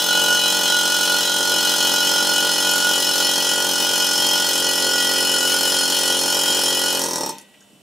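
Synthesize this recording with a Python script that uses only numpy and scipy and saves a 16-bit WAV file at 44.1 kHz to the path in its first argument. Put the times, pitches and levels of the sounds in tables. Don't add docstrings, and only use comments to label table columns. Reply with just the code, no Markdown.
import sys
import numpy as np
from scipy import signal
from scipy.fft import rfft, irfft
from scipy.io import wavfile
from scipy.ndimage import uniform_filter1d

SR = 44100
rng = np.random.default_rng(int(sys.argv[2]) if len(sys.argv) > 2 else 0)


def dump(signal):
    limited = np.clip(np.atleast_2d(signal).T, -1, 1)
    pcm = np.round(limited * 32767).astype(np.int16)
    wavfile.write(sys.argv[1], SR, pcm)


def amplitude_ratio(level_db):
    exponent = np.asarray(level_db, float) / 20
    return 10 ** exponent


N = 344852
PRE = 20000
M = N + PRE
T = (np.arange(M) - PRE) / SR
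RELEASE_S = 7.04
RING_DB = -3
PUFF_DB = -29

# (delay [ms], pressure ratio, width [ms], left over right [dB])
ECHOES = [(-.59, -.34, .6, 2.6), (.47, 1, .25, -1.4), (2.75, -.2, .6, -3.6), (3.51, -.63, .25, 3),
          (4.78, -1.09, .25, -2.8), (5.84, -.41, .25, -1.3), (7.48, .7, .25, .3), (8.2, -.24, .6, 0),
          (10.72, -.34, .6, -1.2), (12.25, .32, .25, -4.8), (14.11, -.21, .6, 4.3),
          (14.77, -.58, .25, -2.7), (17.03, -.38, .25, 1.3), (18.85, .29, .6, -1.4)]


def evened(x):
    return x / np.sqrt(np.mean(x ** 2) + 1e-20)


def read(points, hz):
    f, value = np.transpose(points)
    return np.interp(np.log(hz + 1), np.log(f + 1), value)


def colour(x, points):
    size = x.shape[-1]
    gain = amplitude_ratio(read(points, np.fft.rfftfreq(size, 1 / SR)))
    return irfft(rfft(x) * gain, size)


def train(s, size):
    out = np.zeros(M)
    place = np.round(s * SR).astype(int) + PRE
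    np.add.at(out, np.clip(place, 0, M - 1), size)
    return out


def sides(db):
    return amplitude_ratio(np.array([[db / 2], [-db / 2]]))


def ring(blows, hz, width, rise_hz=260):
    r, turn = np.exp(-np.pi * width / SR), 2 * np.pi * hz / SR
    free = signal.lfilter([0, r * np.sin(turn)], [1, -2 * r * np.cos(turn), r * r], blows)
    free = free * np.sqrt(2 * SR * (1 - r * r) / 45)
    return signal.lfilter(*signal.iirpeak(hz, hz / max(rise_hz, 2 * width), fs=SR), free)


def drift(s, size):
    return evened(uniform_filter1d(rng.standard_normal(len(s)), size))


def room_tone():
    # (frequency [Hz], level [dB])
    hiss_colour = [(20, 10), (33, -8), (60, -8), (130, -10), (200, -8), (418, -12), (900, -16), (1140, -22),
                   (2230, -23), (2950, -19), (4200, -24), (6000, -27), (8000, -21), (15700, -34)]
    # (frequency [Hz], level [dB])
    hum = [(199.2, -59), (597.5, -67), (2697, -67), (2998, -63), (3295, -71), (3596, -72), (5620, -72)]
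    both, left, right = colour(rng.standard_normal((3, M)), hiss_colour)
    hiss = amplitude_ratio(-50) * evened(np.array([both + .4 * left, both + 0.78 * right]))
    waver = evened(uniform_filter1d(rng.standard_normal(M), 3000))
    return hiss + sum(amplitude_ratio(db + 3 + 2 * waver) * np.sin(2 * np.pi * hz * T) for hz, db in hum)


def strokes(jitter_ms, wander_ms):
    # (time [s], rate [strokes/s])
    pace = [(.0405, 45.595), (.5888, 45.306), (1.1406, 45.243), (1.9142, 45.065), (2.5799, 45.235),
            (2.9115, 44.956), (3.4676, 45.122), (4.4649, 44.897), (4.799, 44.518), (5.5852, 44.696),
            (6.2564, 44.897), (6.5905, 44.709)]
    # (time [s], strength [dB], crack over that [dB])
    last = [
        (7.059, 0, -5),
        (7.0851, -2.5, -3),
        (7.109, -2.5, -2),
        (7.132, -1, -2.5),
        (7.157, -2.5, 1.5),
        (7.181, -3, -2),
        (7.2076, 0, -3),
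        (7.2333, -2.5, -4),
        (7.2609, -3.5, -0.5),
        (7.2918, -4.5, -5),
    ]
    s, rate = np.transpose(pace)
    edges, rate = np.r_[s[0] - .5, s, RELEASE_S], np.r_[rate[0], rate]
    count = np.r_[0, np.cumsum(np.diff(edges) * rate)] - rate[0] / 2
    k = np.arange(np.ceil(count[0]) + 1, count[-1])
    uneven_ms = jitter_ms * rng.standard_normal(len(k)) + wander_ms * drift(k, size=6)
    steady = np.interp(k, count, edges) + uneven_ms / 1000
    last_s, last_db, crack_db = np.transpose(last)
    return np.r_[steady, last_s], np.r_[0 * k, last_db], np.r_[0 * k, last_db + crack_db]


def hand(s):
    # (time [s], level [dB])
    force = [(0.0, -18.5), (0.43, -18.5), (1.16, -18), (1.31, -20), (1.53, -17.5), (1.68, -17.5),
             (3.27, -17), (3.35, -18.5), (3.48, -17.5), (3.6, -20.5), (3.79, -18), (5.55, -17.5),
             (5.77, -17), (5.81, -17.5), (6.68, -17.5), (6.95, -19.5)]
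    return np.interp(s, *np.transpose(force))


def rebound(s):
    # (start [s], length [s], strength [dB])
    runs = [(0.21, 0.13, -4), (1.22, 0.09, 1), (1.39, 0.05, 2), (1.49, 0.05, 2.8), (2.1, 0.07, 1),
            (2.44, 0.05, 1), (2.97, 0.07, 2), (3.12, 0.09, -2), (3.44, 0.05, 2), (3.55, 0.11, 2),
            (3.9, 0.05, 8), (4.48, 0.09, 1), (4.61, 0.16, 2), (4.81, 0.16, 2), (5.08, 0.18, 1.5),
            (5.3, 0.27, 1), (5.62, 0.2, -0.5), (5.93, 0.34, 1), (6.34, 0.09, 1), (6.51, 0.58, 0),
            (7.15, 0.06, 2)]
    quiet_db, hard_db = -25, -4.5
    db = np.full(len(s), float(quiet_db))
    for start, length, over_db in runs:
        db[(s > start) & (s < start + length)] = hard_db + over_db
    return db


def doublet(ms):
    u = np.arange(-150, 150) / SR / (ms / 1000)
    return -u * np.exp(.5 - u ** 2 / 2)


def exhaust(s, db):
    luck = rng.standard_normal((len(s), 3))
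    size = amplitude_ratio(db + PUFF_DB + .6 * drift(s, size=5) + 8.3 + .8 * luck[:, 0])
    out = np.zeros((2, M))
    for ms, ratio, width, pan_db in ECHOES:
        scatter = amplitude_ratio(2.2 * rng.standard_normal(len(s)))
        puffs = train(s + ms / 1000, size * scatter)
        out += ratio * sides(pan_db) * signal.oaconvolve(puffs, doublet(width), "same")
    thud = size * amplitude_ratio(np.minimum(rebound(s) + 2.0 * luck[:, 1], 2))
    thuds = train(s - .0014, thud) + train(s - .0034 + 0.0001 * luck[:, 2], .3 * thud)
    out += signal.oaconvolve(thuds, doublet(.42), "same")
    muffler = signal.butter(4, 1400, fs=SR, output="sos")
    return signal.sosfiltfilt(muffler, out)


def bench(s, db):
    # (frequency [Hz], width [Hz], level [dB], delay [ms])
    modes = [(269.2, 7.5, -38.5, 0.11), (312.6, 15, -73, 1.5), (1010, 9.3, -44, 0.15), (682, 43, -46, 2.84),
             (1140, 62, -42, 0.77), (1260, 27, -36.5, 2.09)]
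    size = amplitude_ratio(db + PUFF_DB + 19.5)
    return sum(amplitude_ratio(mode_db) * ring(train(s + ms / 1000, size), hz, width) for hz, width, mode_db, ms in modes)


def crack(s, db):
    # (frequency [Hz], level [dB])
    crack_colour = [(1000, -40), (1500, -21), (2300, 0), (4000, 14), (6000, 22), (9000, 17), (12000, 11.5),
                    (15000, 5)]
    jet_colour = [(60, -22), (300, -8), (1100, -8), (1500, -3),
                  (1700, 1), (2200, -15.5), (5000, -6), (10000, 0.5), (15500, -27.5)]
    # (frequency [Hz], level [dB])
    ear_difference = [(500, 4.5), (2000, -0.5), (6000, -17), (7500, -6), (10000, -4), (11500, -33)]
    t = np.arange(3000) / SR
    luck = rng.standard_normal(len(s))
    blows = train(s + 0.0005, amplitude_ratio(db - 29.5 + .5 * drift(s, size=4) + 0.5 * luck))
    burst = signal.oaconvolve(blows, amplitude_ratio(-60 * t / .015) * np.minimum(t / .0005, 1))[:M]
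    blowing = signal.oaconvolve(blows, amplitude_ratio(-60 * t / 0.1) * np.minimum(t / 0.0015, 1))[:M]
    hard, soft = rng.standard_normal((2, 2, M))
    snap = amplitude_ratio(14) * burst * evened(colour(hard, crack_colour))
    air = amplitude_ratio(-.5) * blowing * evened(colour(soft, jet_colour))
    both, apart = snap + air
    tick = signal.oaconvolve(blows, amplitude_ratio(7.5 - 60 * t / 0.0027))[:M]
    both = both + tick * evened(ring(hard[0], 12400, 510))
    return both + colour(apart, ear_difference) * np.array([[1], [-1]])


def block(s, db, scatter_db, wander_db):
    # (frequency [Hz], level [dB], drift as the bit
    # sinks [dB], left over right [dB])
    strong_modes = [(1408, -43, -3.3, -.6), (1449, -32, -5.5, -4.3), (1933, -44.5, 1.5, -3.5),
                    (2507, -38.4, -1.3, -1), (2959, -27.6, -2.7, 2.4), (3200, -29, -.2, -1.5),
                    (3429, -36.9, -10.1, 4.2), (3650, -49.9, 2, .1), (3961, -37.3, -9.7, .3),
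                    (4302, -33.7, -3.1, .3), (4580, -41.6, .3, -.6), (5058, -34.6, .9, -1),
                    (5302, -30.3, .9, .2), (5530, -39.2, 1, .9),
                    (6013, -37.6, 1.2, 2.1), (6312, -36.8, -8.2, 2.3), (6842, -38.5, 4.5, 2.6),
                    (7017, -39.1, 3.3, .7), (7386, -45.8, 9.9, -.3), (8988, -41.4, 0, 3.5),
                    (9380, -44.4, 10.4, .1), (9720, -40.8, 13.2, 3.8), (10300, -50.5, 11.9, .2),
                    (10917, -43.6, -3.2, -1.6), (11086, -47.9, -5.2, 0), (12009, -48.7, .7, 0),
                 (12290, -48.9, 2.3, 0), (12615, -49.8, .6, 0), (14386, -52.5, -6.9, -.2),
                 (14905, -48, -13.1, .1)]
    # (frequency [Hz], middle [s], half length [s], level [dB])
    spells = [
        (1933, 5.0, .35, 8),
        (10917, 3.2, 1.0, 6),
        (9720, 5.6, 1.0, 4),
        (6013, 3.9, .8, 5),
        (7017, 5.4, .9, 4),
        (7017, 3.1, .3, 5),
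        (5302, 3.6, 2.5, 3),
        (5058, 4, 3, 2),
        (3961, 4.2, 1.5, -3),
    ]
    # (frequency [Hz], width [Hz], level [dB])
    free_modes = [(185, 17, -52.5), (347, 71, -32), (908, 48, -32.5), (1440, 2.2, -48), (1933, 1.8, -48),
                  (2490, 4.6, -47), (3150, 1.3, -64), (3770, 10, -43), (4320, 30, -40), (5370, 41, -34),
                  (5620, 23, -32), (5740, 60, -35), (6180, 8.3, -36.5), (8530, 230, -37), (11800, 710, -48)]
    out = np.zeros((2, M))
    modes = strong_modes
    luck = rng.standard_normal((len(s), 2 * len(modes)))
    slow = evened(uniform_filter1d(luck[:, len(modes):], 15, 0))
    ring_db = hand(s) + RING_DB
    bend_db = hand(s) - 8.5 + 1.2 * drift(s, size=4)
    pressing = np.clip((RELEASE_S - s) / 0.11, 0, 1)
    for k, (hz, mode_db, drift_db, pan_db) in enumerate(modes):
        level_db = bend_db + 27.5 if hz < 1600 else ring_db + 21
        for f, mid, half, up_db in spells:
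            if abs(f / hz - 1) < .004:
                level_db = level_db + up_db * np.exp(-((s - mid) / half) ** 2)
        level_db = level_db + mode_db + drift_db * (s / 6 - 0.72)
        size = amplitude_ratio(level_db + scatter_db * luck[:, k] + wander_db * slow[:, k])
        extra = .3 if hz < 1600 else .5 if 5000 < hz < 5400 else 0
        width = 10 * (.45 + hz / 8000 + extra)
        out += ring(train(s + .0007, pressing * size), hz, width) * sides(pan_db)
    luck = rng.standard_normal((len(s), len(free_modes)))
    for k, (hz, width, mode_db) in enumerate(free_modes):
        size = (1 - pressing) * amplitude_ratio(db + mode_db + 2 * luck[:, k])
        out += ring(train(s + .0007, size), hz, width)
    return out


def crowd(s, db, t60):
    # (frequency [Hz], level [dB])
    crowd_colour = [(1500, 1), (2200, 1), (3000, 11), (4000, 6.5), (5600, 3.5), (8000, 9), (10200, -37),
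                    (12000, 12), (15500, 4)]
    t, out = np.arange(SR // 4) / SR, np.zeros((2, M))
    hz, decay = rng.uniform(1480, 15700, (400, 1)), rng.uniform(.5, 1.5, (400, 1))
    fade_s = t60 * decay * (4000 / hz) ** .6
    rings = np.sin(2 * np.pi * hz * t) * amplitude_ratio(read(crowd_colour, hz) - 60 * t / fade_s)
    blend = rng.standard_normal((len(s), 4))
    size = amplitude_ratio(db + hand(s) + RING_DB - 1.0 * (s > RELEASE_S))
    for k in range(4):
        both, left, right = rng.standard_normal((3, 400)) @ rings
        shape = np.array([both + 0.79 * left, both + 0.29 * right])
        blows = train(s + .0007, blend[:, k] * size)
        out += signal.oaconvolve(blows[None], shape / np.linalg.norm(both), axes=1)[:, :M]
    return amplitude_ratio(11.5) * out


def echoes(x):
    return sum(ratio * sides(pan_db) * np.roll(x, round(ms * SR / 1000)) for ms, ratio, _, pan_db in ECHOES[3:])


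def shop(x, same):
    # (frequency [Hz], time to fade by 60 dB [s])
    fading = [(100, .5), (500, .4), (2000, .33), (8000, .22), (15000, .15)]
    taps = rng.choice([-1., 1.], (3, SR // 2)) * (rng.random((3, SR // 2)) < .05)
    taps[:, :450] = 0
    hz, t, z = signal.stft(taps[0] * same + taps[1:] * (1 - same), SR, nperseg=256)
    tail = signal.istft(z * amplitude_ratio(-60 * t / read(fading, hz)[:, None]), SR, nperseg=256)[1]
    return signal.oaconvolve(x[None], tail / np.linalg.norm(tail[0]), axes=1)[:, :M]


def clicks():
    # (time [s], peak level [dB], centre [Hz], width [Hz], time to fade by 60 dB [s])
    lifts = [(7.2918, -10, 8760, 1200, 0.0068), (7.3842, -25, 5600, 2500, 0.011),
             (7.3836, -24, 10300, 5000, 0.0059), (7.411, -40, 8650, 7407, 0.051),
             (7.541, -46, 2830, 3704, 0.098), (7.607, -37, 6600, 1296, .015),
             (7.626, -46, 6600, 1320, 0.02), (7.695, -58, 7020, 1190, .01), (7.733, -48, 6900, 1110, .01),
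             (7.70, -46, 278, 40, .4), (7.74, -57, 140, 40, 0.35), (7.615, -41, 1640, 200, 0.033)]
    out, t = np.zeros(M), np.arange(8000) / SR
    for s, db, hz, width, t60 in lifts:
        noise = ring(rng.standard_normal(len(t)), hz, min(width, hz / 2))
        part = out[round(s * SR) + PRE:][:len(t)]
        part += (amplitude_ratio(db - 5.5 - 60 * t / t60) * evened(noise))[:len(part)]
    return out


def scene():
    s, db, crack_db = strokes(jitter_ms=.04, wander_ms=.2)
    puff = exhaust(s, db) + bench(s, db)
    s = s + .0001 * rng.standard_normal(len(s))
    hit = crack(s, crack_db) + clicks()
    metal = block(s, db, scatter_db=1.5, wander_db=1.05) + crowd(s, db, t60=0.48)
    near = puff + hit + metal + amplitude_ratio(-8.5) * echoes(hit.mean(0))
    vent_db = np.interp(T, [7.0, 7.1], [-19, -10])
    wet = shop(amplitude_ratio(vent_db) * puff.mean(0) + amplitude_ratio(-10) * (hit + metal).mean(0), same=.7)
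    return (near + wet + room_tone())[:, PRE:]


def roll_off(x):
    return signal.sosfilt(signal.butter(12, 16740, fs=SR, output="sos"), x)


def record(dry):
    x = signal.sosfilt(signal.butter(2, 150, "highpass", fs=SR, output="sos"), dry)
    treble_cut = signal.firwin(701, 15700, window=("kaiser", 9), fs=SR)
    x = signal.oaconvolve(x, treble_cut[None], "same", axes=1)
    side = (x[0] - x[1]) / 2
    side = 0.25 * side + signal.sosfiltfilt(signal.butter(8, 10800, fs=SR, output="sos"), side)
    return roll_off(x.mean(0) + np.array([side, -side]))


dry = scene()
out = record(dry)
dump(out)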